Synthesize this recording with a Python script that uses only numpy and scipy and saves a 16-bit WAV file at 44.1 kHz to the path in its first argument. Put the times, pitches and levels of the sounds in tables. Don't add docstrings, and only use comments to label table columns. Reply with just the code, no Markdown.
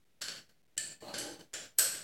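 import sys
import numpy as np
from scipy import signal
from scipy.fft import rfft, irfft, next_fast_len
from scipy.io import wavfile
from scipy.ndimage import uniform_filter1d

SR = 44100
rng = np.random.default_rng(int(sys.argv[2]) if len(sys.argv) > 2 else 0)


def waveform_to_disk(signal):
    frames = np.transpose(np.atleast_2d(signal))
    scaled = np.clip(frames, -1, 1) * 32767
    samples = np.round(scaled).astype(np.int16)
    wavfile.write(sys.argv[1], SR, samples)


def natural_amplitude(level_db):
    exponent = np.asarray(level_db, float) / 20
    return 10 ** exponent


N = 89611
SOFT_RISE_S, SHARP_RISE_S, CLANK_RISE_S = 0.003, 0.0007, 0.0015


def unit(x):
    return x / np.sqrt(np.mean(x ** 2) + 1e-20)


def along(points, f_hz):
    f, value = np.transpose(points)
    return np.interp(np.log(f_hz + 1), np.log(f + 1), value)


def filtered(x, response):
    size = next_fast_len(len(x) + 8192)
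    spectrum = rfft(x, size) * response(np.fft.rfftfreq(size, 1 / SR))
    return irfft(spectrum, size)[:len(x)]


def modes(table, f):
    total = 0
    for k, (centre, width, db) in enumerate(table):
        resonance = 1j * f * width / (centre ** 2 - f ** 2 + 1j * f * width)
        total = total + (-1) ** k * natural_amplitude(db) * resonance
    return total


# f/Hz, density/dB per Hz
CRACK_SPECTRUM = [(88, -14), (150, -18), (572, -4), (1000, -23), (1570, -1.5), (1980, -7.5), (6730, -5),
                  (7410, -3.5), (15500, -30)]


def contacts(events, mode_table, rise_s):
    fall_ratio, grain_db, level_trim_db = 1.6, 4.5, 21
    pad = SR // 50
    t = (np.arange(SR) - pad) / SR
    envelope = np.exp(np.where(t < 0, t / rise_s, -t / rise_s / fall_ratio))
    impulse = 1.0 * (t == -pad // 8 / SR)
    out = np.zeros(N + SR)
    for at_s, peak_db, crack_db, tilt_db, wet_db in events:
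        grain = unit(uniform_filter1d(rng.standard_normal(SR), size=30))
        scrape = envelope * rng.standard_normal(SR) * natural_amplitude(grain_db * grain)

        def colour(f):
            crack = natural_amplitude(crack_db + along(CRACK_SPECTRUM, f))
            return (modes(mode_table, f) + crack) * natural_amplitude(tilt_db * np.log2((f + 200) / 4000))

        direct = filtered(scrape / np.linalg.norm(scrape), colour)
        blow = filtered(impulse, colour)
        start = round(at_s * SR) - pad
        out[start:start + SR] += natural_amplitude(peak_db + level_trim_db) * (direct + natural_amplitude(wet_db) * room(blow))
    return out[:N]


# f/Hz, width/Hz, level/dB.
SEAT_MODES = [(575, 54, -21), (1574, 160, 4), (3020, 310, -4), (4430, 220, 6.5), (5510, 180, -4),
              (6150, 98, -0.5), (7290, 19, 5), (7800, 180, 0), (10920, 57, -1.5), (11630, 100, -9)]
# t/s, peak level/dB, crack re modes/dB, tilt/dB per octave, room re direct/dB
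SEAT_EVENTS = [
    (.2185, -23, -6.5, 0.9, 2.5),
    (.284, -27.5, -1.5, -0.5, 1.5),
    (.4928, -66.5, 3, 11.5, -3),
]


def seating():
    return contacts(SEAT_EVENTS, SEAT_MODES, SOFT_RISE_S)


LIFT_MODES = [(630, 40, -16), (1760, 18, 5.5), (2390, 140, -14), (2600, 34, -3), (2980, 73, -7),
              (4450, 160, -1), (7310, 81, 0.5), (8104, 122, 3.5), (10850, 120, -17.5), (12400, 71, -21),
              (14400, 80, -23)]
LIFT_EVENTS = [
    (.7695, -38, -5, -4, -17),
    (.7787, -13.5, -11, 2.8, -0.5),
]


def lifting():
    return contacts(LIFT_EVENTS, LIFT_MODES, SHARP_RISE_S)


SLIP_MODES = [(1540, 96, -6.5), (3030, 140, 1.5), (4490, 440, -3.5), (6190, 51, 3), (7500, 38, -3.5),
              (8160, 370, -3), (11100, 360, -8.5), (12000, 51, -22)]
SLIP_EVENTS = [
    (1.142, -26, -2, -2.5, 5.1),
    (1.185, -25, -9, 5, 4.6),
    (1.213, -34.5, 2.5, -0.5, 1),
    (1.41, -41, -6, -1.5, 0.24),
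]


def slipping():
    return contacts(SLIP_EVENTS, SLIP_MODES, SOFT_RISE_S)


RESEAT_MODES = [(600, 74, -27), (1485, 82, -3), (1760, 55, -18), (3000, 98, -3), (3390, 67, -12),
                (4530, 83, -6.5), (5500, 31, -5), (6230, 62, -20), (7180, 18, 6), (7680, 200, -3),
                (10660, 60, -15)]
RESEAT_EVENTS = [
    (1.539, -22, -5.5, -0.35, 5.76),
]


def reseating():
    return contacts(RESEAT_EVENTS, RESEAT_MODES, SOFT_RISE_S)


CLANK_MODES = [(537, 41, -8.5), (1580, 72, 5), (2600, 210, -20.5), (3300, 220, -2), (4280, 220, -3.5),
               (5800, 830, 0), (6820, 330, -4), (8000, 410, 10), (9070, 240, -2.5), (10800, 1800, -11),
               (12550, 320, 3), (14100, 350, -13)]
CLANK_EVENTS = [
    (1.7865, -17, -6, 1, 6),
    (1.794, -19.5, 2, 1, 0.5),
    (1.949, -38.5, 8.5, -1.1, 0),
]


def clanking():
    return contacts(CLANK_EVENTS, CLANK_MODES, CLANK_RISE_S)


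# t/s, level/dB, dullness/0-1
DRAG_PATH = [
    (1.01, -92, 0.1),
    (1.023, -46, 0.88),
    (1.046, -51.5, 0.1),
    (1.09, -43.5, 0),
    (1.14, -58, 0.1),
    (1.241, -50, 1),
    (1.331, -55.5, 0.98),
    (1.388, -71, 0.53),
    (1.414, -52.5, 1),
]
# f/Hz, width/Hz, level/dB
FAST_DRAG_MODES = [(190, 20, -8), (320, 35, -6.5), (595, 19.3, 6.5), (796, 67, 0), (940, 100, -12),
                   (1104, 53, -6), (1255, 52, -13), (2590, 69, -14), (2924, 48, -13), (4130, 330, -11.5),
                   (4630, 210, -17)]
# f/Hz, width/Hz, level/dB
SLOW_DRAG_MODES = [(122.5, 24, -12), (298, 31, -1), (358.5, 22.6, 2.5), (397, 17, -2), (472, 42, -4),
                   (616, 38, -4.5), (823, 51, -8)]
# f/Hz, level/dB
GRIT_SPECTRUM = [(100, -19.5), (700, -19.5), (1300, -21), (3500, -24), (4300, -36.5), (8000, -26),
                 (16000, -54)]


def drag():
    slips_per_s, slip_spread_db, steady_rub_db, wet_db = 460, 1, -20, -2.5
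    at_s, level_db, dullness = np.transpose(DRAG_PATH)
    t = np.arange(N) / SR
    dull = np.clip(np.interp(t, at_s, dullness), 0, 1)
    level = natural_amplitude(np.interp(t, at_s, level_db, -120, -120))
    slips = (rng.random(N) < slips_per_s / SR) * natural_amplitude(slip_spread_db * rng.standard_normal(N))
    slips = slips + natural_amplitude(steady_rub_db) * rng.standard_normal(N)
    fast = unit(filtered(slips, lambda f: modes(FAST_DRAG_MODES, f) + natural_amplitude(along(GRIT_SPECTRUM, f))))
    slow = unit(filtered(slips, lambda f: modes(SLOW_DRAG_MODES, f)))
    direct = level * (np.sqrt(1 - dull) * fast + np.sqrt(dull) * slow)
    return direct + natural_amplitude(wet_db) * room(direct)


# f/Hz, t60/s
ROOM_T60 = [(200, 0.91), (1500, 0.79), (6000, 0.63), (12000, 0.4), (16000, 0.17)]


def room(x):
    build_up_s = 0.0028
    f_hz, t, z = signal.stft(rng.standard_normal(SR), SR, nperseg=256)
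    decay = natural_amplitude(-60 * t / along(ROOM_T60, f_hz)[:, None])
    tail = signal.istft(z * decay, SR, nperseg=256)[1][:SR]
    tail = tail * (1 - np.exp(-np.arange(SR) / SR / build_up_s))
    return signal.fftconvolve(x, tail / np.linalg.norm(tail))[:len(x)]


# f/Hz, density/dB per Hz
RUMBLE_SPECTRUM = [(30, -13), (80, -9.5), (200, -7.5), (600, -15), (1200, -25.5), (3000, -28)]
# f/Hz, width/Hz, level/dB
RUMBLE_MODES = [(115.3, 5.7, -5), (171, 8.3, 3.5), (324, 12, -15)]


def rumble():
    def colour(f):
        return natural_amplitude(along(RUMBLE_SPECTRUM, f)) + modes(RUMBLE_MODES, f)

    return natural_amplitude(-61) * unit(filtered(rng.standard_normal(N), colour))


# f/Hz, density/dB per Hz
HISS_SPECTRUM = [(18, 13), (30, 7), (279, -8), (335, -10), (424, -9.5), (566, -9), (955, -18),
                 (2040, -13.5), (15800, -27)]


def hiss():
    white = rng.standard_normal(N)
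    return natural_amplitude(-72.5) * unit(filtered(white, lambda f: natural_amplitude(along(HISS_SPECTRUM, f))))


GATE_EVENTS = [
    (0.209, 0.395, -1.5, -200),
    (0.492, 0.483, -3.5, -250),
    (.767, 0.92, 2.5, -230),
    (1.006, 1.347, -1, -150),
    (1.392, 1.409, 0.5, -220),
    (1.527, 1.663, -1, -210),
    (1.779, 2.1, 2, -200),
]


def gate_gain():
    shut_db = -20.5
    t = np.arange(N) / SR
    gain_db = np.full(N, shut_db)
    for opens_s, shuts_s, step_db, slope_db_per_s in GATE_EVENTS:
        fall_db = np.maximum(shut_db, step_db + slope_db_per_s * (t - shuts_s))
        gain_db = np.where(t >= opens_s, np.where(t > shuts_s, fall_db, 0), gain_db)
    return uniform_filter1d(natural_amplitude(gain_db), size=130)


MUTE_TIMES = [0.047, 0.207, 0.624, 0.648, 0.673, 0.7613, 1.53]


def mute_gain():
    mute_s = 0.0056
    t = np.arange(N) / SR
    live = np.prod([abs(t - s) > mute_s / 2 for s in MUTE_TIMES], axis=0)
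    return uniform_filter1d(live * 1.0, size=40)


def scene():
    spanner = seating() + lifting() + slipping() + reseating() + clanking()
    return (spanner + drag() + rumble())[None]


def top_cut(x):
    return signal.sosfilt(signal.butter(12, 16640, fs=SR, output="sos"), x)


def record(dry):
    low_hz, top_hz, offset = 45, 16100, -0.0004
    x = gate_gain() * dry[0] + hiss()
    x = filtered(x, lambda f: (f < top_hz) * (f / (f - 1j * low_hz)) ** 2)[None]
    mix = x * mute_gain() + offset
    return top_cut(mix)


dry = scene()
out = record(dry)
waveform_to_disk(out)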